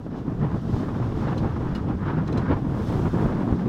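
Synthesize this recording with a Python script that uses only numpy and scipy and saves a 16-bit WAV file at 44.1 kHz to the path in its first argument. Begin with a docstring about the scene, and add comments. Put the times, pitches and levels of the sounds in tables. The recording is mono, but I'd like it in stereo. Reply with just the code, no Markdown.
"""Gusty wind rumbles, flutters and thumps on two microphone ports, on the deck of a boat in a choppy sea.
The wind is shaped noise broken into lumps by eddies, with short pressure pulses and sliding low booms.
Water rushes along the hull as noise with ringing drops; a wave breaks into spray near the end.
Wavelets splash as swells of hiss, and fittings in the rigging tick and knock as cracks with decaying tones."""
import sys
import numpy as np
from scipy import signal
from scipy.fft import rfft, irfft, next_fast_len
from scipy.io import wavfile
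from scipy.ndimage import uniform_filter1d

SR = 44100
rng = np.random.default_rng(int(sys.argv[2]) if len(sys.argv) > 2 else 0)


def bounce(signal):
    """Save signal as a 16-bit WAV file at the path given by the first command-line argument."""
    frames = np.transpose(np.atleast_2d(signal))
    limited = np.clip(frames, -1, 1)
    pcm = np.round(limited * 32767).astype(np.int16)
    wavfile.write(sys.argv[1], SR, pcm)


N = 162288
TIME = np.arange(N) / SR  # seconds

# Levels are in dB before any layer trim. Side means left minus right in dB, before any scaling or port leak.
# Spectra give the shape of a noise; its loudness is set elsewhere.

# Wind strength. Each row: time in seconds, rumble level in dB, flutter level in dB.
WIND_LEVELS = [(0.0, -38, -48), (0.06, -35, -52), (0.09, -33.5, -52), (0.14, -30, -38.5), (0.25, -31, -46),
               (0.32, -26.5, -40.5), (0.37, -33, -51.5), (0.41, -25, -37.5), (0.44, -26, -34.5),
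               (0.49, -33, -42), (0.55, -22.5, -35), (0.62, -35, -55), (0.65, -29.5, -44.5),
               (0.74, -25, -38), (0.87, -27.5, -40), (1.2, -27, -39.5), (1.33, -26, -31),
               (1.35, -26.5, -43), (1.47, -24, -34.5), (1.49, -34.5, -39.5), (1.63, -27.5, -37),
               (1.81, -30, -45), (1.9, -24.5, -34), (1.98, -31.5, -50), (2.09, -25.5, -38),
               (2.19, -26, -37), (2.26, -34, -42.5), (2.35, -20, -37.5), (2.37, -24.5, -31),
               (2.47, -26.5, -42), (2.52, -16.5, -25.5), (2.54, -29, -32), (2.63, -28.5, -45.5),
               (2.65, -25.5, -41), (2.8, -27, -36.5), (2.86, -28.5, -43), (2.89, -25, -37),
               (3.07, -26, -33), (3.11, -35.5, -45), (3.14, -23, -33.5), (3.32, -25.5, -34),
               (3.36, -22.5, -36.5), (3.53, -26.5, -36.5), (3.55, -24.5, -46.5), (3.61, -30, -36.5),
               (3.66, -23, -38)]
# Which port the rumble and flutter favour. 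Each row: time in seconds, side in dB.
WIND_SIDES = [(0.0, 5), (0.06, -2), (0.25, 7), (0.28, -7), (0.61, -2), (0.76, -4), (0.88, 23), (1.57, -5.5),
              (1.6, 23), (1.69, -9), (1.83, 4), (2.42, 0), (2.53, -21), (2.56, 9), (2.91, -3), (2.97, 2.5),
              (3.66, 2)]
# Slow surges of pressure. Each row: time in seconds, level of the deep sway in dB.
SURGE_LEVELS = [(0.0, -40.5), (0.57, -28.5), (0.61, -35.5), (0.75, -25), (0.79, -33.5), (1.29, -27.5),
                (1.32, -40), (1.45, -21), (1.47, -28), (2.34, -29.5), (2.41, -26), (2.45, -36),
                (2.51, -19.5), (2.61, -30), (2.91, -29), (3.05, -24.5), (3.2, -36), (3.24, -22),
                (3.47, -36.5), (3.53, -23), (3.57, -47), (3.66, -31.5)]
# Gusts tearing past the edge of the ports. Each row: time in seconds, whoosh level in dB, side in dB.
WHOOSH_LEVELS = [(0.0, -58, 10), (0.1, -56, -7), (0.35, -52, 3), (0.39, -60, 2), (0.43, -44.5, 0.5),
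                 (0.68, -55, 1), (0.77, -47.5, -10), (0.88, -46.5, 6), (1.11, -50.5, -4.5),
                 (1.23, -42.5, -8), (1.295, -37, -6), (1.35, -46, 2), (1.54, -47.5, -22), (1.61, -48, -3),
                 (1.75, -40, -10), (1.83, -56, 1), (1.91, -48.5, 6), (2.0, -47, -5), (2.04, -41.5, -5),
                 (2.085, -34, -10), (2.13, -45, 0), (2.18, -39, -5), (2.24, -45.5, -8), (2.41, -45.5, -6),
                 (2.485, -39, -4), (2.52, -34.5, -13), (2.55, -41, 7), (2.59, -53, 4.5), (2.84, -44, -20),
                 (2.97, -47, 10), (3.24, -44.5, 2.5), (3.35, -45.5, -2), (3.66, -48.5, 7)]
# Spectra of the large slow eddies, the rumble, the flutter, the whoosh, and the hiss of the hardest gusts
# at the port edges. Each row: frequency in Hz, relative strength in dB per Hz.
SWAY_SPECTRUM = [(15, -7), (30, -8.5), (48, -4), (70, -0.5), (110, 2), (150, -3), (400, -47.5)]
RUMBLE_SPECTRUM = [(25, -33), (60, -19), (120, -3.5), (175, -1), (300, -3), (450, -9), (700, -16.5),
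                   (1200, -36.5), (2500, -79.5)]
FLUTTER_SPECTRUM = [(200, -15.5), (450, -2.5), (700, -5), (1000, -10), (1500, -22.5), (2300, -28),
                    (4000, -42), (7000, -64)]
WHOOSH_SPECTRUM = [(500, -16), (900, 4), (1300, 1.5), (1700, -3), (2300, -14.5), (4000, -30), (5500, -32),
                   (9000, -63.5)]
EDGE_SPECTRUM = [(1800, 2.5), (4000, -3), (6500, -29)]
SWAY_DB, RUMBLE_DB, FLUTTER_DB, WHOOSH_DB = -0.5, 3, 7, 5.5  # layer trims
EDGE_DB, EDGE_GROWTH = 7.5, 1.58  # growth: dB of hiss per dB of whoosh

# Water along the hull. Each row: time in seconds, rush level in dB, spray level in dB.
WATER_LEVELS = [(0.0, -64.5, -78), (0.13, -64.5, -79), (0.46, -63, -75.5), (0.57, -58.5, -74),
                (0.82, -59.5, -71.5), (1.31, -56.5, -72.5), (1.83, -61.5, -75.5), (2.1, -63.5, -75),
                (2.3, -59.5, -77), (2.64, -61.5, -74), (2.78, -57, -68), (2.89, -50.5, -63),
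                (3.01, -53.5, -65), (3.11, -54.5, -67.5), (3.21, -55, -65), (3.34, -58, -71.5),
                (3.52, -58.5, -71), (3.66, -59, -75)]
# Spectra of the rush and the spray. Each row: frequency in Hz, relative strength in dB per Hz.
RUSH_SPECTRUM = [(400, -1.5), (1200, 4.5), (2300, -4), (3500, 2.5), (4400, -3), (5300, -2.5), (7000, -11.5),
                 (9000, -23), (15000, -35.5)]
SPRAY_SPECTRUM = [(3000, -10), (6000, 3), (8500, 0.5), (11500, -3.5), (15500, -5)]
RUSH_DB, RUSH_SIDE_DB, SPRAY_DB, SPRAY_SIDE_DB = 3.5, -3.5, 5.5, 6
DROPS_PER_S, DROP_SPREAD_DB = 1300, 5  # per channel
DROP_CYCLES, DROPS_DB = 4.5, -9.5  # cycles to fall 60 dB; level beside the rush

# Single eddies that slap a port. Each row: time in seconds, level in dB before the low cut,
# width in seconds, side in dB.
BUFFET_HITS = [(0.066, -15, 0.00047, -15), (0.2812, -12.5, 0.00078, 0), (0.7443, -12, 0.00065, -18),
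               (.765, -12, 0.00044, -23), (1.0015, -12, 0.00046, 15), (1.446, -11, 0.00033, 21),
               (2.9003, -10.5, 0.00041, -20), (2.928, -13, 0.00037, 9), (3.054, -12.5, 0.0015, 20),
               (3.1425, -10.5, 0.00067, -9), (3.174, -14, 0.00031, 11), (3.225, -13, 0.0004, -7),
               (3.261, -6, 0.00053, -8), (3.5267, -5, 0.00098, -1)]
WAKE_FADE_S, WAKE_DB, WAKE_TOP_HZ, BUFFET_LOW_HZ = 0.0064, -1, 846, 80

# Wavelets against the hull. Each row: time of the peak in seconds, length (spread) in seconds, level in dB.
SPLASH_SWELLS = [(0.183, 0.024, -57.5), (0.77, 0.076, -53), (1.205, 0.038, -53.5)]
# Spectrum of a splash. Each row: frequency in Hz, relative strength in dB per Hz.
SPLASH_SPECTRUM = [(1500, -6), (2600, 4), (3500, 5), (5500, 1), (7500, -7.5), (10000, -18), (15000, -18)]

# Vortices rolling past the ports. Each row: time of the peak in seconds, half length (spread) in seconds,
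# pitch at the peak in Hz before wobble, glide in octaves per second, level in dB.
VORTEX_BOOMS = [(0.43, .028, 150, -4, -22), (1.056, .04, 110, -3, -26), (1.682, .025, 122, 2, -24.5),
                (2.194, .03, 155, -3, -22), (2.406, .025, 128, 7, -25.5), (3.158, 0.027, 172, 4, -27),
                (3.251, 0.023, 135, 2.5, -26.5), (3.632, .05, 186, 1.5, -25.5)]
VORTEX_DB, VORTEX_ROUGH_DB = 0.5, 0.5  # trim; spread of the wavering level
VORTEX_WOBBLE_OCTAVES, VORTEX_WOBBLE_HZ = 0.1309, 63

# A shackle ticks, and a block on the sheet knocks and bounces.
# Each row: time in seconds, level in dB, side in dB.
SHACKLE_TICKS = [(1.379, -35.5, 2), (2.2765, -39, 5), (2.3255, -38, 1.5), (2.375, -34, 1), (3.402, -49, 3)]
BLOCK_KNOCKS = [(1.7503, -35.5, 1), (1.758, -43.5, -2)]
# Tones of the two fittings. Each row: pitch in Hz, relative level in dB, time to fall 60 dB in seconds.
SHACKLE_TONES = [(3100, -6.5, .035), (4050, 1.5, 0.033), (5400, -14.5, .03), (6240, -11, 0.035),
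                 (7300, -17, .025), (9070, -21, .03)]
BLOCK_TONES = [(1860, 4, .04), (2910, 9, 0.055), (3450, 4, .03), (3980, -4, .055), (4200, 5, 0.04),
               (4930, 2, 0.038), (7400, -13, 0.035), (9200, -13, .03), (10700, -12, .025)]
# Spectrum of the crack of contact. Each row: frequency in Hz, relative strength in dB per Hz.
CRACK_SPECTRUM = [(1200, 1), (2800, 6.5), (5000, 1.5), (7000, -7), (11000, -19.5), (13500, -22),
                  (15500, -26)]
CLACK_ATTACK_S, CLACK_T60_S, DECK_DB, DECK_T60_S = 0.0018, 0.048, -9, 0.26

# Each port also reaches the other channel, late and dull.
LEAK_SHARE, LEAK_HZ, LEAK_LAG_S = 0.78, 400, 0.00055
CUTOFF_HZ = 15800


def from_db(db):
    """Turn decibels into gain."""
    return 10 ** (np.asarray(db) / 20)


def rms_one(x):
    """Scale a signal to an rms strength of 1."""
    return x / np.sqrt(np.mean(x ** 2) + 1e-20)


def in_time(rows):
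    """Join the points of each column with straight lines, one value per sample."""
    s, *columns = np.transpose(rows)
    return [np.interp(TIME, s, column) for column in columns]


def panned(side_db):
    """Left and right gains that differ by side_db but keep the total power."""
    gains = from_db(np.array([[.5], [-.5]]) * side_db)
    return gains / np.sqrt(np.mean(gains ** 2, axis=0))


def drift(rate_hz):
    """Random wandering of spread 1: noise smoothed by two equal low-pass stages at rate_hz."""
    step = 20  # samples between computed points
    r = np.exp(-2 * np.pi * rate_hz * step / SR)
    raw = rng.standard_normal(N // step + 4002)
    slow = signal.lfilter([1], [1, -2 * r, r * r], raw)[4000:]  # skip the start-up
    return np.interp(np.arange(N) / step, np.arange(len(slow)), rms_one(slow))


def coloured(x, spectrum):
    """Give a signal a spectrum that falls away beyond its ends; rms 1."""
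    hz, db = np.transpose(spectrum)
    size = next_fast_len(N + SR // 2)
    f = np.arange(size // 2 + 1) * SR / size + .5
    gain = from_db(np.interp(np.log(f), np.log(hz), db))
    gain = gain * np.minimum(f / hz[0], 1) ** 2 * np.minimum(hz[-1] / f, 1) ** 2
    return rms_one(irfft(rfft(x, size) * gain, size)[..., :N])


def noise(spectrum):
    """Shaped noise, unrelated between left and right."""
    return coloured(rng.standard_normal((2, N)), spectrum)


def ring(drive, hz, t60):
    """A resonance that rings at one pitch when struck and falls 60 dB in t60 seconds."""
    r, w = from_db(-60 / (t60 * SR)), 2 * np.pi * hz / SR
    return signal.lfilter([0, np.sin(w)], [1, -2 * r * np.cos(w), r * r], drive + 1e-18)


def turbulence(spectrum, eddies, shared_db, own_db, own_rate, even_s):
    """Noise of even strength broken into lumps by shared eddies and by each port's own."""
    air = noise(spectrum)
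    strength = uniform_filter1d(np.mean(air ** 2, axis=0), int(even_s * SR) + 1)
    air = air / np.sqrt(strength + 1e-9)
    own_eddies = np.array([drift(own_rate), drift(own_rate)])
    return rms_one(air * from_db(shared_db * eddies + own_db * own_eddies))


def wind():
    """Deep sway, rumble, flutter and the bright whoosh of gusts, shaken by the same eddies."""
    rumble_db, flutter_db = in_time(WIND_LEVELS)
    sway_db, = in_time(SURGE_LEVELS)
    side_db, = in_time(WIND_SIDES)
    whoosh_db, whoosh_side_db = in_time(WHOOSH_LEVELS)
    eddies = drift(49)
    eddies = rms_one(eddies - uniform_filter1d(eddies, size=SR // 12))  # keep only the quick changes
    # A negative shared_db makes a layer dip where the eddies rise.
    sway = turbulence(SWAY_SPECTRUM, eddies, shared_db=-0.6, own_db=0.3, own_rate=20, even_s=0.05)
    rumble = turbulence(RUMBLE_SPECTRUM, eddies, shared_db=1.5, own_db=0.7, own_rate=78, even_s=0.035)
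    flutter = turbulence(FLUTTER_SPECTRUM, eddies, shared_db=2.0, own_db=1.5, own_rate=35, even_s=0.019)
    whoosh = turbulence(WHOOSH_SPECTRUM, eddies, shared_db=-0.13, own_db=3.0, own_rate=22, even_s=0.042)
    edge = from_db(EDGE_DB + EDGE_GROWTH * whoosh_db + 2 * eddies) * noise(EDGE_SPECTRUM)
    whoosh = from_db(WHOOSH_DB + whoosh_db) * whoosh + edge
    return (from_db(SWAY_DB + sway_db) * sway
            + from_db(RUMBLE_DB + rumble_db) * rumble * panned(0.21 * side_db)
            + from_db(FLUTTER_DB + flutter_db) * flutter * panned(1.06 * side_db)
            + whoosh * panned(2.2 * whoosh_side_db))


def water():
    """Foam rushes by the hull, spray hisses above it, and drops and small bubbles tick in it."""
    rush_db, spray_db = in_time(WATER_LEVELS)
    rush = from_db(RUSH_DB + drift(23)) * noise(RUSH_SPECTRUM)
    sizes = from_db(DROP_SPREAD_DB * np.minimum(rng.exponential(1, (2, N)), 5))
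    signs = rng.choice([-1, 1], (2, N))
    clicks = sizes * signs * (rng.random((2, N)) < DROPS_PER_S / SR)
    # Each moment is dealt one of 16 pitches, and its clicks ring there.
    pitches = np.geomspace(1800, 7000, 16)
    dealt = rng.integers(0, len(pitches), N)
    drops = rms_one(sum(ring(clicks * (dealt == k), hz, DROP_CYCLES / hz) for k, hz in enumerate(pitches)))
    spray = coloured(rng.standard_normal((2, N)) * from_db(1.7 * drift(400)), SPRAY_SPECTRUM)
    return (from_db(rush_db) * panned(RUSH_SIDE_DB) * (rush + from_db(DROPS_DB) * drops)
            + from_db(spray_db + SPRAY_DB) * panned(SPRAY_SIDE_DB) * spray)


def buffets():
    """A push of pressure between two shallow sucks, trailing a short ragged wake."""
    out = np.zeros((2, N))
    low_pass = signal.butter(3, WAKE_TOP_HZ, fs=SR, output="sos")
    ragged = signal.sosfilt(low_pass, rng.standard_normal((2, N)))
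    for s, db, width, side_db in BUFFET_HITS:
        age = (TIME - s) / width
        push = (1 - .5 * age ** 2) * np.exp(-.5 * age ** 2)
        fade = np.clip(age + 1, 0, 1) * np.exp(-np.abs(TIME - s) / WAKE_FADE_S)
        wake = from_db(WAKE_DB) * ragged * fade
        out += from_db(db) * panned(side_db) * (push + wake)
    return signal.sosfilt(signal.butter(1, BUFFET_LOW_HZ, "high", fs=SR, output="sos"), out)


def splashes():
    """Each wavelet is a rounded swell of hiss."""
    swells = sum(from_db(db) * np.exp(-.5 * ((TIME - s) / length) ** 2) for s, length, db in SPLASH_SWELLS)
    return swells * noise(SPLASH_SPECTRUM) * panned(-5.5)


def vortices():
    """Each vortex is a rounded, wavering boom whose pitch slides as it passes both ports."""
    out = np.zeros(N)
    wobble = VORTEX_WOBBLE_OCTAVES * drift(VORTEX_WOBBLE_HZ)
    rough_db = VORTEX_ROUGH_DB * drift(VORTEX_WOBBLE_HZ)
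    for s, length, hz, glide, db in VORTEX_BOOMS:
        age = np.clip(TIME - s, -5 * length, 5 * length)  # stops the glide running away
        turns = np.cumsum(hz * 2 ** (glide * age + wobble)) / SR + rng.random()
        swell = from_db(VORTEX_DB + db + rough_db) * np.exp(-.5 * (age / length) ** 2)
        out += swell * np.sin(2 * np.pi * turns)
    return out


def rigging(hits, modes, crack_db, ring_db, scatter):
    """Each hit is a short crack, with a faint tail off the deck, and the struck ring of the fitting."""
    out, crack = np.zeros((2, N)), noise(CRACK_SPECTRUM)
    for s, db, side_db in hits:
        age = np.maximum(TIME - s, 0)
        deck_tail = from_db(DECK_DB - 60 * age / DECK_T60_S)
        dying = from_db(-60 * age / CLACK_T60_S) + deck_tail
        clack = from_db(crack_db) * crack * np.minimum(age / CLACK_ATTACK_S, 1) * dying
        # The ring is driven by one sharp click and a little fading noise.
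        contact = rng.standard_normal((2, N)) * (age > 0) * np.exp(-age / 0.004) * scatter
        contact[:, int(s * SR)] += 1
        tone = sum(from_db(level_db) * rms_one(ring(contact, hz, t60)) for hz, level_db, t60 in modes)
        tone = from_db(ring_db) * tone / np.abs(tone).max()
        out += from_db(db) * panned(side_db) * (clack + tone)
    return out


def ports(air):
    """Each channel hears its own port and a late, dull share of the other."""
    dull = signal.sosfilt(signal.butter(1, LEAK_HZ, fs=SR, output="sos"), air[::-1])
    late = np.array([np.interp(TIME - LEAK_LAG_S, TIME, side) for side in dull])
    return (air + LEAK_SHARE * late) / np.sqrt(1 + LEAK_SHARE ** 2)


def scene():
    """Wind on the microphone ports over the water and the rigging."""
    air = wind() + buffets() + vortices()
    ticks = rigging(SHACKLE_TICKS, SHACKLE_TONES, crack_db=-7, ring_db=0.5, scatter=.03)
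    knocks = rigging(BLOCK_KNOCKS, BLOCK_TONES, crack_db=-7.5, ring_db=4.0, scatter=.15)
    return ports(air) + water() + splashes() + ticks + knocks


def record(dry):
    """Cut the top steeply with a low-pass filter."""
    return signal.sosfilt(signal.ellip(10, .1, 80, CUTOFF_HZ, fs=SR, output="sos"), dry)


dry = scene()
out = record(dry)
bounce(out)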